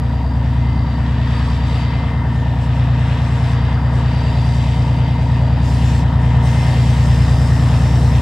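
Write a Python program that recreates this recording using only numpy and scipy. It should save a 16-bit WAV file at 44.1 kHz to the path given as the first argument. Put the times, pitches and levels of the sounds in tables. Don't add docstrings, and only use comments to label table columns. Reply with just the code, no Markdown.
import sys
import numpy as np
from scipy import signal
from scipy.fft import rfft, irfft, next_fast_len
from scipy.io import wavfile
from scipy.ndimage import uniform_filter1d

SR = 44100
rng = np.random.default_rng(int(sys.argv[2]) if len(sys.argv) > 2 else 0)


def master(y):
    cut = np.clip(np.atleast_2d(y).T, -1, 1)
    pcm = np.round(cut * 32767)
    wavfile.write(sys.argv[1], SR, pcm.astype(np.int16))


def rack_gain(trim_db):
    fader = np.asarray(trim_db, float)
    return 10 ** (fader / 20)


N = 362061
T = np.arange(N) / SR


def evened(x):
    return x / np.sqrt(np.mean(x ** 2) + 1e-20)


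def read(points, hz):
    f, value = np.transpose(points)
    return np.interp(np.log(hz + 1), np.log(f + 1), value)


def curve(rows, column=1):
    rows = np.array(rows)
    return np.interp(T, rows[:, 0], rows[:, column])


def wander(per_s):
    t = T[::256]
    rates = np.geomspace(per_s / 20, per_s, 20)
    slow = sum(np.sin(2 * np.pi * (f * t + rng.random())) / np.sqrt(f) for f in rates)
    return np.interp(T, t, evened(slow))


def swells(rows, quiet_db):
    gain = rack_gain(quiet_db)
    for middle, spread, db in rows:
        gain = gain + rack_gain(db) * np.exp(-.5 * ((T - middle) / spread) ** 2)
    return gain


def resonate(x, hz, width):
    turn, r = np.exp(2j * np.pi * hz * T), np.exp(-np.pi * width / SR)
    return 2 * (turn * signal.lfilter([1 - r], [1, -r], x / turn)).real


# (frequency [Hz], lead [rad])
PORT_LEAD = [(0, 0.24), (860, -0.148), (1120, 1), (1380, -1.1), (1720, 0.92), (2150, -1.18), (2500, 1),
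             (2760, 0.052), (3190, -1.1), (3450, -0.87), (5510, 0.67), (8700, -0.37), (9910, 1),
             (15200, 0.39)]
# (frequency [Hz], difference [dB])
PORT_LEAN = [(60, 1.0), (110, 1.0), (200, 0.5), (380, 0.5), (700, 2), (1290, 1.5), (2380, 4), (4400, -2),
             (8120, 1.5), (15000, 3.5)]


def half_difference(hz):
    return rack_gain(read(PORT_LEAN, hz) / 2) * np.exp(.5j * read(PORT_LEAD, hz))


def ports(x):
    size = next_fast_len(N + SR)
    half = half_difference(np.fft.rfftfreq(size, 1 / SR))
    x = np.pad(x, (0, size - N), "linear_ramp", end_values=x[0])
    return irfft(rfft(x) * np.array([half, 1 / half]), size)[:, :N]


# (frequency [Hz], left-right likeness [0-1])
COHERENCE = [(60, 0.7), (130, 1.0), (290, 1), (640, 1), (1410, 0.75), (3100, 1), (6820, 0.4),
             (15000, 0.044)]


def noise(spectrum, patchy_db, likeness=1):
    frames, hz = N // 256 + 5, np.fft.rfftfreq(1024, 1 / SR)
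    a, b, c, d, patches = rng.standard_normal((frames, 513, 5)).T
    patches = uniform_filter1d(patches, size=10, axis=0)
    patches = evened(uniform_filter1d(patches, size=12, axis=1))
    same = np.clip(likeness * read(COHERENCE, hz), -1, 1)[:, None]
    left = a + 1j * b
    right = same * left + np.sqrt(1 - same ** 2) * (c + 1j * d)
    half = half_difference(hz)[:, None]
    z = np.array([left * half, right / half])
    z *= rack_gain(read(spectrum, hz)[:, None] + patchy_db * patches)
    return evened(signal.istft(z, nperseg=1024, noverlap=768)[1][:, :N])


START_M, CLOSING_M_PER_S = 157, 6.84


def near_db():
    db = -20 * np.log10(START_M - CLOSING_M_PER_S * T)
    return db - db.mean()


# (time [s], speed [turns/s])
SHAFT = [(0.0, 9.4258), (0.75, 9.4566), (1.49, 9.4735), (2.24, 9.4906), (2.99, 9.5051), (3.73, 9.5237),
         (4.48, 9.5224), (5.22, 9.5334), (5.97, 9.5312), (6.72, 9.534), (7.46, 9.5368), (8.21, 9.5256)]


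def shaft_turns():
    return np.cumsum(curve(SHAFT)) / SR


# (crank angle [deg], beat strength [dB])
CYLINDERS = [(54.2, -3.9), (79.6, -3.2), (115.8, -19.7), (143.5, -13.2), (177.7, -2.1), (185.0, -6.2),
             (211.9, 0.0), (260.4, -1.9), (282.9, -6.3), (294.0, -2.0)]


def timing(k):
    angle, beat_db = np.transpose(CYLINDERS)
    return np.angle(np.sum(rack_gain(beat_db) * np.exp(-2j * np.pi * k * angle / 360)))


# (multiple of shaft speed [1], rms level [dB])
ORDERS_DB = [(4, -56.6), (5, -47.2), (6, -39.7), (7, -18.4), (8, -35.8), (9, -28.8), (10, -25.0),
             (11, -39.8), (12, -29.6), (13, -18.0), (14, -31.5), (15, -36.2), (16, -26.4), (17, -32.4),
             (18, -35.4), (19, -39.7), (20, -39.8), (21, -46.3), (22, -43.2), (23, -51.2), (24, -31.6),
             (25, -37.6), (26, -40.1), (27, -40.7), (28, -37.5), (29, -40.0), (30, -58.9), (31, -51.2),
             (32, -46.2), (33, -49.3)]
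DRONE_HZ = [67, 124, 152, 250]
NEAR_SHARE = [1, 1.67, 1.85, 0.23]
SURGE_SHARE = [1.01, -0.6, 0.1, 0.65]
# (time [s], surge [dB])
SURGE = [
    (0, -0.5),
    (1.2, 0),
    (1.8, -1.5),
    (3.5, -4),
    (4, -2),
    (4.6, -2.5),
    (5.9, -0.5),
    (6.6, -3.5),
    (7.3, -1.5),
    (8.21, -1.5),
]


def exhaust(turns):
    swell_db = np.outer(NEAR_SHARE, near_db()) + np.outer(SURGE_SHARE, curve(SURGE))
    swell_db -= swell_db.mean(1, keepdims=True)
    out = np.zeros(N)
    for k, db in ORDERS_DB:
        share = [read(list(zip(DRONE_HZ, row)), k * SHAFT[0][1]) for row in np.eye(len(DRONE_HZ))]
        flutter_db = .8 * wander(5.0)
        gain = np.sqrt(2) * rack_gain(db + share @ swell_db + flutter_db)
        out += gain * np.cos(2 * np.pi * k * turns + timing(k))
    return out


# (multiple of shaft speed [1], rms level [dB])
REAR_TONES = [(7, -41), (10, -43), (13, -33.5)]
REAR_AHEAD, REAR_SLIP, REAR_SLIP_GROWTH = .07, .1154, .00923


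def rear_unit(turns):
    behind = turns + REAR_AHEAD - REAR_SLIP * T - REAR_SLIP_GROWTH * T ** 2 / 2
    return sum(np.sqrt(2) * rack_gain(db) * np.cos(2 * np.pi * k * behind + timing(k)) for k, db in REAR_TONES)


# (frequency [Hz], density [dB/Hz])
RUMBLE = [(20, -22.5), (45, -6.5), (60, -10), (115, 2.5), (160, -8.5), (230, -6.5), (280, -12.5),
          (350, -24), (500, -43)]


def rumble():
    hz = np.fft.rfftfreq(N, 1 / SR)
    shaped = rfft(rng.standard_normal(N)) * rack_gain(read(RUMBLE, hz)) * (hz < 600)
    level_db = -29.5 + NEAR_SHARE[1] * near_db() + 2.3 * wander(0.97)
    return rack_gain(level_db) * evened(irfft(shaped, N))


# (crank angle [deg], blow [dB])
KNOCKS = [(49.2, -19.6), (95.4, 0.0), (108.2, -2.7), (146.2, -9.5), (170.1, -13), (211.6, -11),
          (239.2, -15.3), (294.3, -13), (325.9, -11), (344.3, -8.2)]
# (frequency [Hz], width [Hz], level [dB])
CASING = [(657, 18, -16), (772, 15, -25.5), (902, 51, -3.5), (915, 60, 0.0), (975, 22, -15.6)]
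# (time [s], level [dB])
RING = [(0, -37.5), (1, -37.5), (2.1, -36.5), (3.3, -38), (4.4, -35.5), (5.5, -36), (6.3, -34),
        (7.2, -39.5), (8.21, -40)]


def knocks(turns):
    blows = np.zeros(N)
    for angle, db in KNOCKS:
        struck = np.diff(np.floor(turns - angle / 360)) > 0
        blows[np.flatnonzero(struck)] += rack_gain(db)
    blows *= rack_gain(.6 * wander(12.0))
    modes = []
    for hz, width, db in CASING:
        ring = resonate(resonate(blows, hz, width), hz, 3 * width)
        modes.append(rack_gain(db) * ring / width)
    return rack_gain(curve(RING) + 1.0) * evened(sum(modes[::2]) - sum(modes[1::2]))


def throb(turns):
    peak_deg = 172
    return np.cos(2 * np.pi * 7 * (turns - peak_deg / 360))


# (time [s], rms level [dB])
GEAR = [(0, -46), (3, -42), (8.21, -40.5)]
WHINE_ORDERS = [190.1, 217.6, 501.6, 530]
# (middle [s], spread [s], rms level [dB])
SINGING = [
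    [(1.2, .15, -52), (2.4, .25, -45), (3.2, 0.1, -48), (6.4, 0.55, -51.5)],
    [(.7, 0.12, -47), (1.95, 0.26, -45.5), (3.6, 0.36, -50), (4.8, 0.33, -48), (6.7, 0.46, -47),
     (7.7, 0.18, -49)],
    [(.1, .4, -62), (2, 0.27, -64), (4.4, 0.17, -52.5), (3.7, 0.27, -59), (5.2, 0.64, -58),
     (7.3, 0.17, -53)],
    [(5.8, .12, -60), (7.15, 0.26, -52.5), (7.8, 0.19, -51.5)],
]
QUIET_DB = [-62, -54, -71.5, -74]
THROB_DB = [3, 0, 6, 5]


def whines(turns):
    timing_gear_teeth = 49
    out = rack_gain(curve(GEAR) - 1 + 1.2 * wander(9.0)) * np.cos(2 * np.pi * timing_gear_teeth * turns)
    for order, songs, quiet_db, depth_db in zip(WHINE_ORDERS, SINGING, QUIET_DB, THROB_DB):
        waver = rack_gain(1.5 * wander(12.0) + depth_db * throb(turns))
        out += swells(songs, quiet_db) * waver * np.cos(2 * np.pi * order * turns)
    partial = np.cos(2 * np.pi * 1.5 * WHINE_ORDERS[1] * turns)
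    out += swells(SINGING[1], QUIET_DB[1]) * rack_gain(-9.5) * partial
    return np.sqrt(2) * out


# (frequency [Hz], density [dB/Hz])
ROAR = [(250, -7.5), (330, 1.5), (450, 0), (540, 3), (720, 4.5), (850, 2.2), (1000, 0.5), (1300, -46.5)]


def roar(pulse):
    return rack_gain(-33.5 + 1.7 * near_db() + 0.17 * pulse) * noise(ROAR, patchy_db=1.0, likeness=0.93)


# (frequency [Hz], density [dB/Hz])
UPPER = [(800, -9.5), (1050, 3), (1250, 1.5), (1450, -3.5), (1880, 0), (2120, -10), (2230, -32),
         (3000, -61.5)]
# (middle [s], spread [s], level [dB])
CARRIED = [
    (1.3, 0.3, -41.5),
    (2.1, 0.18, -44.5),
    (3.1, 0.36, -44),
    (3.9, 0.29, -42.5),
    (6.6, 0.51, -46),
    (7.7, 0.26, -44),
]


def upper_roar(pulse):
    gain = swells(CARRIED, quiet_db=-38.5) * rack_gain(.5 * near_db() + 0.64 * pulse)
    return gain * noise(UPPER, patchy_db=1.0, likeness=1.21)


# (frequency [Hz], density [dB/Hz])
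JET = [(1000, -32), (1800, 4), (2210, 1), (2600, 3), (3750, 0), (4200, -7.5), (4750, -9), (5200, -9),
       (6500, -20), (8500, -20), (9500, -49.5)]
# (time [s], level [dB])
SIGHT = [(0, -47.5), (.75, -45.5), (1.05, -44), (1.35, -39), (1.58, -39.5), (1.73, -38.5), (2.05, -43),
         (2.2, -45.5), (2.9, -41.5), (3.12, -38), (3.65, -42.5), (4.6, -40), (5.49, -43.5), (5.85, -38.5),
         (6.2, -45), (6.52, -37.5), (7.75, -41), (8.21, -38.5)]


def jet(pulse):
    level_db = curve(SIGHT) + 2.5 + 1.13 * wander(24.0) + 1.1 * pulse
    return rack_gain(level_db) * noise(JET, patchy_db=1.0, likeness=0.93)


# (frequency [Hz], density [dB/Hz])
WHISTLE = [(3400, -27), (3750, -4), (3950, -6.5), (4300, -23), (4640, 2.5), (4780, -5), (4880, -4.5),
           (5050, -39.5)]
# (middle [s], spread [s], level [dB])
WHISTLES = [(.15, 0.14, -52.5), (.85, 0.18, -47.5), (1.4, 0.12, -43), (1.8, 0.16, -43.5),
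            (3.65, 0.23, -49.5), (4.4, .3, -43.5), (5.1, 0.23, -50.5), (5.65, .25, -50), (6.75, .2, -44),
            (7.35, .2, -51), (7.9, 0.28, -50.5)]


def whistle(turns):
    gain = swells(WHISTLES, quiet_db=-56.5) * rack_gain(1.1 * wander(14.0) - 4.0 + 1.5 * throb(turns))
    return gain * noise(WHISTLE, patchy_db=-0.5)


# (start [s], length [s], entering level [dB], leaving level [dB])
GAPS = [(1.272, .32, -55.5, -52.5), (1.654, 0.19, -50.5, -53), (2.334, 0.092, -57, -58),
        (2.618, .06, -50, -52.5), (2.734, 0.072, -55.5, -54.5), (2.968, .59, -57, -49.5),
        (3.931, .1, -52, -54), (4.048, .55, -59.5, -48), (4.597, 0.43, -48.5, -57.5),
        (5.197, 0.22, -57, -58.5), (5.634, .39, -46, -45.5), (6.2, 0.26, -54.5, -58.5),
        (6.43, 1.9, -44.5, -44.5)]


def leak_db():
    hidden_db, gap_edge_s = -59.5, 0.05
    power = rack_gain(2 * (hidden_db + near_db()))
    for start, length, in_db, out_db in GAPS:
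        end = start + length
        inside = np.clip(np.minimum(T - start, end - T) / gap_edge_s + .5, 0, 1)
        power = power + inside ** 2 * rack_gain(2 * np.interp(T, [start, end], [in_db, out_db]))
    return 10 * np.log10(power)


# (frequency [Hz], density [dB/Hz])
AIR = [(2500, -15), (4200, 2), (4900, -2.5), (5120, 8.5), (5500, 0), (5950, 4), (6500, -6), (6900, 1.5),
       (7300, -0.5), (8410, 0), (9300, -7.5), (10500, -39)]


def air_leak(leak, pulse):
    return rack_gain(leak + 3.0 + 0.49 * pulse) * noise(AIR, patchy_db=2.0, likeness=1.34)


# (frequency [Hz], density [dB/Hz])
FIZZ = [(8000, -26), (9500, 2), (12000, -3), (14000, -4.5), (15600, -6)]


def fizz(leak, pulse):
    return rack_gain(1.5 * (leak + 47.0) - 57 + .7 * pulse) * noise(FIZZ, patchy_db=1.0, likeness=1.4)


def scene():
    turns = shaft_turns()
    late = turns + .0012 * wander(1.2) + .0002 * wander(15.0)
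    drone = exhaust(turns)
    pulse = drone / np.sqrt(uniform_filter1d(drone ** 2, size=9000))
    leak = leak_db()
    engine = ports(drone + rear_unit(turns) + rumble() + knocks(late) + whines(late))
    exhaust_noise = roar(pulse) + upper_roar(pulse) + jet(pulse)
    return engine + exhaust_noise + whistle(late) + air_leak(leak, pulse) + fizz(leak, pulse)


# (frequency [Hz], density [dB/Hz])
SELF = [(5000, -26), (10500, -14.5), (13700, -17), (14400, -4), (14800, 0.5), (15300, -4), (16000, -9)]


def microphone_hiss():
    return rack_gain(-64) * noise(SELF, patchy_db=0.5, likeness=.3)


def top_cut(x):
    return signal.sosfilt(signal.butter(12, 15630, fs=SR, output="sos"), x)


def record(dry):
    mix = dry + microphone_hiss() - .0012
    return top_cut(mix)


dry = scene()
out = record(dry)
master(out)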